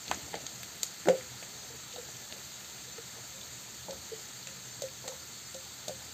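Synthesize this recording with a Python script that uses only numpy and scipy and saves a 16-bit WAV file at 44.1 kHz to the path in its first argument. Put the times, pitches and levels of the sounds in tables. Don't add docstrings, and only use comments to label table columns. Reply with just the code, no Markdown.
import sys
import numpy as np
from scipy import signal
from scipy.fft import rfft, irfft
from scipy.io import wavfile
from scipy.ndimage import uniform_filter1d, minimum_filter1d

SR = 44100
rng = np.random.default_rng(int(sys.argv[2]) if len(sys.argv) > 2 else 0)


def nominal_scale(level):
    x = np.asarray(level, float) / 20
    return 10 ** x


def persist_wave(psi):
    counts = np.round(np.clip(psi, -1, 1) * 32767).astype(np.int16)
    wavfile.write(sys.argv[1], SR, np.atleast_2d(counts).T)


N = 270721


def evened(x):
    return x / np.sqrt(np.mean(x ** 2) + 1e-20)


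def read(points, hz):
    f, value = np.transpose(points)
    return np.interp(np.log(hz + 1), np.log(f + 1), value)


def colour(x, points):
    hz = np.fft.rfftfreq(x.shape[-1], 1 / SR)
    return irfft(rfft(x) * nominal_scale(read(points, hz)), x.shape[-1])


def band(x, lo_hz, hi_hz):
    return signal.sosfilt(signal.butter(2, [lo_hz, hi_hz], "bandpass", fs=SR, output="sos"), x)


def add(mix, s, sound):
    part = mix[round(s * SR):][:len(sound)]
    part += sound[:len(part)]


# time in seconds, change in dB.
STIR = [
    (0.0, -5),
    (.12, 11),
    (.24, 2.5),
    (.8, .3),
    (1.25, 2),
    (1.4, 0.7),
    (3.88, -0.4),
    (4.02, 0.5),
    (4.99, -1.5),
    (6.14, -0.1),
]


def level(base_db, share):
    s, db = np.transpose(STIR)
    return nominal_scale(base_db + share * np.interp(np.arange(N) / SR, s, db))


def patchy(points, patchy_db, flicker_db):
    frames = N // 128 + 5
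    a, b, patches = rng.standard_normal((frames, 257, 3)).T
    patches = uniform_filter1d(patches, size=9, axis=0)
    patches = evened(uniform_filter1d(patches, size=16, axis=1))
    flicker = evened(uniform_filter1d(rng.standard_normal(frames), size=4))
    z = (a + 1j * b) * nominal_scale(patchy_db * patches + flicker_db * flicker)
    noise = signal.istft(z, nperseg=512, noverlap=384)[1][:N]
    return colour(noise, points)


# pitch in Hz, level in dB per Hz.
FIZZ = [(300, -9), (900, -10), (1300, -1.5), (2500, -5), (3400, -2.5), (16000, 1.5)]


def sizzle():
    hiss = evened(patchy(FIZZ, patchy_db=1.0, flicker_db=0.48))
    bubbles_per_s = 1400
    size = nominal_scale(2.5 * np.minimum(rng.exponential(1, N), 5))
    size = size * (rng.random(N) < bubbles_per_s / SR)
    kind = rng.integers(0, 16, size=N)
    t = np.arange(200) / SR
    pops = np.zeros(N)
    for k, hz in enumerate(np.geomspace(1200, 14000, num=16)):
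        grain = np.sin(2 * np.pi * hz * t) * np.exp(-t * hz / 2.4)
        grain = grain / np.linalg.norm(grain) * np.sqrt(hz)
        pops += signal.oaconvolve(size * (kind == k), grain)[:N]
    fizz = hiss + nominal_scale(-15.0) * evened(colour(pops, FIZZ))
    return level(base_db=-46, share=0.21) * fizz * nominal_scale(6.5)


# pitch in Hz, level in dB per Hz.
KITCHEN = [(18, -73), (30, -44), (64, -4.5), (118, -7), (151, -5.5), (202, -8), (231, -5.5), (270, -9.5),
           (445, -10.5), (520, -12.5), (561, -12.5), (874, -12.5), (1140, -18), (1650, -14.5),
           (3000, -16.5), (3900, -72), (6600, -120)]
# pitch in Hz, width in Hz, level in dB.
HUM = [(81.3, 4.7, -66), (124.9, 16.7, -58.5), (191.7, 26, -65)]


def kitchen():
    rumble = evened(patchy(KITCHEN, patchy_db=1.86, flicker_db=0.74))
    drone = np.zeros(N)
    for hz, width, db in HUM:
        note = band(rng.standard_normal(N), hz - width / 2, hz + width / 2)
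        drone += nominal_scale(db) * evened(note)
    return level(base_db=-54, share=0.98) * rumble + drone


def burst(db, hz, cycles, snap_db, tail_db):
    t = np.arange(6000) / SR
    noise = rng.standard_normal(len(t))
    u = t * hz / max(cycles, .5) * 3
    pop = np.e * u * np.exp(-u) * np.sin(2 * np.pi * hz * t)
    snap = evened(band(noise, 1500, 16000)) * np.minimum(t / .0003, 1)
    pop += nominal_scale(snap_db - 60 * t / .008) * snap
    pop += 0.062 * np.roll(pop, 66)
    backwards = noise[::-1]
    wide = evened(band(backwards, .6 * hz, min(1.6 * hz, 15000))) + .35 * backwards
    fade = nominal_scale(-60 * t / 0.02) + nominal_scale(-11.0 - 60 * t / 0.2)
    tail = nominal_scale(tail_db - 0.5) * wide * fade
    return nominal_scale(db) * (pop + tail * (1 - np.exp(-t / 0.00036)))


# start in seconds, peak in dB, bubble pitch in Hz, ringing time in cycles.
SPITS = [(.0805, -25.5, 3600, 2.1), (.1455, -27, 6450, 4.1), (.466, -30.5, 6700, 13),
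         (.466, -24.5, 3620, 1.6), (.632, -25, 3100, 0.84), (.632, -20, 13500, 4), (.8321, -8, 14100, 3.7),
         (.832, -10.5, 7460, 3), (.832, -29, 3900, 3.7), (.8442, -33, 4300, 2.6), (.8654, -29, 6800, 4.4),
         (.872, -38, 6900, 4), (1.2093, -35, 2100, 4.2), (1.9265, -34.5, 3740, 6.5), (1.9365, -34, 7040, 3),
         (1.9605, -33.5, 3770, 7.8), (1.982, -41, 3830, 15), (2.168, -36.5, 6020, 19),
         (3.413, -38, 3550, 16), (3.43, -43, 3930, 24), (4.429, -39, 4260, 8), (4.471, -30.5, 2540, 3.5),
         (4.472, -31, 7000, 6.3), (4.486, -40, 2600, 5), (4.5685, -43, 6460, 5), (4.74, -40, 4460, 6),
         (4.884, -38, 2500, 3.2), (5.963, -39, 6500, 3.7)]


def spits():
    out = np.zeros(N)
    for s, db, hz, cycles in SPITS:
        tail_db = -10.5 - 0.24 * (db + 33)
        add(out, s, burst(db, hz, cycles, snap_db=-13, tail_db=tail_db))
    return out


# start in seconds, #
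# peak in dB, pitch in Hz, ringing time in cycles, scattered tail in dB against the peak.
CLICKS = [(.0985, -36, 260, 0.94, -20.5), (.1136, -14.5, 887, 1.9, -19), (.1136, -18.5, 2400, 1.8, -13),
          (0.173, -38, 239, 1.4, -12), (0.1167, -26.5, 1490, 3.5, -2), (0.333, -40, 2100, 8, -2),
          (0.3406, -37.5, 2030, 8.9, 4), (.353, -43.5, 4540, 7.4, 4), (.357, -39, 2140, 7.2, -5),
          (1.0563, -28.5, 1700, 2.5, -18), (1.073, -26.5, 1530, 3.4, -12), (1.0849, -17, 690, 1.6, -17),
          (1.0862, -21.5, 1880, 2.4, -4.5), (1.0862, -26.5, 6900, 3, -5.5), (1.096, -31, 6900, 3.6, -3),
          (1.428, -35, 2320, 4.4, -6), (2.3248, -25.5, 2620, 1.3, -16), (2.982, -36, 1360, 2.2, -6),
          (3.908, -31, 4600, 4.4, -7.5), (5.078, -32, 1160, 3.3, -3.5), (5.0785, -35, 4120, 4.5, -4),
          (5.088, -31, 7100, 5, -10), (5.8826, -35, 4150, 10.5, -1.5)]


def clicks():
    out = np.zeros(N)
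    for s, db, hz, cycles, tail_db in CLICKS:
        add(out, s, burst(db, hz, cycles, snap_db=-6.5, tail_db=tail_db))
    return out


# pitch in Hz, level in dB against the main ring, time to fall 60 dB in seconds.
PAN = [(178, -11, 0.091), (369.6, -20, 0.23), (459, -10.5, 0.12), (596, -11.5, 0.084), (706, -17, 0.14),
       (1490, -19, 0.088), (1800, -36, 0.13)]


def knock(db, hz, t60, thud_db, rise):
    t = np.arange(SR // 3) / SR
    noise = rng.standard_normal(len(t))
    ring = nominal_scale(-60 * t / max(t60, .02)) * np.sin(2 * np.pi * hz * t)
    for (pan_hz, pan_db, pan_t60), phase in zip(PAN, 6 * noise):
        fade = nominal_scale(pan_db + 0.33 * thud_db - 1.5 - 60 * t / pan_t60)
        ring += fade * np.sin(2 * np.pi * pan_hz * t + phase)
    thud = evened(band(band(noise, 333, 860), 333, 840))
    thud = thud * nominal_scale(thud_db - 8.5 - 60 * t / 0.07)
    swell = 1 - np.exp(-t / max(rise, .0002))
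    return nominal_scale(db) * (ring * swell + thud * (1 - np.exp(-t / 0.00045)))


# start in seconds, peak in dB, ring pitch in Hz,
# dull thud in dB against the ring.
TAPS = [(.1185, -40, 770, 1), (.331, -36, 840, -1), (.3405, -28.5, 820, 3.5), (.354, -33.5, 608, 7.5),
        (.371, -39.5, 656, 8.5), (.405, -48, 613, 8), (1.0846, -11.5, 523, -6.5), (1.424, -40.5, 544, 1),
        (1.961, -38, 472, 4), (2.0855, -39, 814, -9), (2.322, -41.5, 675, 6), (2.36, -46, 550, 5),
        (3.183, -43, 470, 2), (3.884, -33, 545, -6), (3.884, -32.5, 846, 2), (3.899, -37.5, 800, 0),
        (3.93, -40, 880, 4), (4.467, -49.5, 550, 10), (4.8205, -25.5, 558, -38), (5.042, -37.5, 865, 4),
        (5.077, -39.5, 532, 8), (5.121, -35.5, 890, -9), (5.544, -41, 560, 4.5), (5.8801, -28.5, 606, -8),
        (5.8945, -30, 575, -6)]


def taps():
    out = np.zeros(N)
    for s, db, hz, thud_db in TAPS:
        add(out, s, knock(db, hz, 21.2 / hz, thud_db, rise=0.37 / hz))
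    return out


# start in seconds, peak in dB, ring pitch in Hz,
# time to fall 60 dB in seconds.
RINGS = [(.1185, -42, 714, 0.17), (.598, -52, 692, .3), (1.701, -43, 466, 0.11), (1.739, -44.5, 443, .1),
         (1.939, -43.5, 486.6, 0.28), (1.982, -32, 494, 0.065), (1.996, -38, 460, 0.062),
         (2.027, -47, 507, .15), (2.875, -48, 493, 0.12), (2.982, -35.5, 464, 0.097),
         (3.163, -45.5, 443, .09), (3.34, -54, 535, 0.54), (3.895, -34, 538.6, 0.2),
         (3.919, -37, 549, 0.075), (4.117, -33.5, 442, .19), (4.1303, -31.5, 457, 0.061),
         (4.468, -49.5, 536, 0.3), (4.8215, -43, 541, .15), (4.836, -28.5, 527.5, .15),
         (5.052, -39.5, 527, 0.19), (5.092, -39, 524.5, 0.29), (5.133, -39, 527, 0.14),
         (5.543, -37, 531, 0.22), (5.904, -34.5, 531, 0.15)]


def rings():
    out = np.zeros(N)
    for s, db, hz, t60 in RINGS:
        add(out, s, knock(db, hz, t60, thud_db=-24, rise=0.0019))
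    return out


# start in seconds, peak in dB, ring pitch in Hz,
# time to fall 60 dB in seconds, thud in dB against the ring.
SLIP = [
    (1.0553, -30.5, 327, 0.27, 4),
    (1.0706, -18, 349, 0.093, -9),
    (1.079, -23, 397.6, 0.22, -1),
    (1.0965, -8, 526, 0.097, -23.5),
    (1.124, -25.5, 505, 0.25, -1),
    (1.149, -23.5, 509.5, 0.14, -12),
    (1.176, -35, 518, 0.13, -12),
]


def slip():
    out = np.zeros(N)
    for s, db, hz, t60, thud_db in SLIP:
        add(out, s, knock(db, hz, t60, thud_db, rise=0.0029))
    return out


# start in seconds, peak in dB.
TICKS = [
    (4.8203, -33),
    (5.0785, -34),
    (5.544, -42),
    (5.8813, -34),
]
# pitch in Hz, level in dB against the tick,
# ringing time in cycles, tail in dB.
BLADE = [(4150, -1.5, 6, -1.5), (9350, 9.5, 7.5, -5.5)]


def ticks():
    out = np.zeros(N)
    for s, db in TICKS:
        for hz, note_db, cycles, tail_db in BLADE:
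            add(out, s, burst(db + note_db, hz, cycles, snap_db=-10, tail_db=tail_db))
    return out


def scene():
    steady = sizzle() + kitchen()
    sharp = spits() + clicks() + ticks()
    dull = taps() + rings() + slip()
    return np.tile(steady + sharp + dull, (2, 1))


# pitch in Hz, level in dB.
BODY = [(30, -11), (60, -1), (980, 1.5), (1090, -3.5), (1220, -1), (1400, 0.5), (1560, -3.5), (1780, 1.5),
        (1920, -2.5), (2080, 1.5), (2200, -2.5), (2320, -0.5), (2900, -1.5), (3400, 0.5)]
# pitch in Hz, level in dB.
PHONE = [(3400, -6.5), (4720, -2), (4790, -11.5), (6080, -9.5), (6150, -2), (7650, -4), (7720, -11),
         (8510, -10), (8580, -18.5), (11560, -38), (11640, -17.5), (15470, -20), (15560, -70)]


def phone(x):
    return colour(colour(x, BODY), PHONE) * nominal_scale(4)


# low edge in Hz, high edge in Hz, share of the time.
HOLES = [(9850, 10400, .12), (11100, 11550, .2), (10500, 10900, .08)]


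def dropouts(x):
    t = np.arange(N) / 1024
    power = x ** 2
    quiet = uniform_filter1d(power, size=1024) < 2 * np.median(power) / .45
    for (lo_hz, hi_hz, share), dice in zip(HOLES, rng.random((len(HOLES), N // 1024 + 3))):
        missing = minimum_filter1d(dice, size=2) < share / 2
        gate = np.interp(t, np.arange(len(dice)), missing) * quiet
        part = colour(x, [(lo_hz - 20, -80), (lo_hz, 0), (hi_hz, 0), (hi_hz + 20, -80)])
        x = x - uniform_filter1d(gate, size=300) * part
    return x


# middle in seconds, low edge in Hz, high edge in Hz, level in dB.
FILLS = [(1.605, 4100, 5300, -56), (2.51, 4100, 5300, -59), (2.77, 6900, 8400, -56),
         (2.93, 5700, 7000, -54), (4.205, 13800, 15300, -67), (4.39, 7600, 9000, -61),
         (4.72, 5700, 8400, -52), (5.23, 5700, 8400, -54), (5.25, 8300, 10400, -72),
         (5.465, 4100, 6400, -55)]


def fills():
    side = np.zeros(N)
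    for s, lo_hz, hi_hz, db in FILLS:
        noise = rng.standard_normal(1800)
        puff = colour(noise, [(lo_hz - 30, -80), (lo_hz, 0), (hi_hz, 0), (hi_hz + 30, -80)])
        add(side, s - .02, nominal_scale(db + 1) * evened(puff) * np.hanning(1800) ** .5)
    return np.array([side, -side])


def roll_off(x):
    return signal.sosfilt(signal.butter(12, 16680, fs=SR, output="sos"), x)


def record(dry):
    mono = dropouts(phone(dry[0]))
    mix = mono + fills()
    return roll_off(mix)


dry = scene()
out = record(dry)
persist_wave(out)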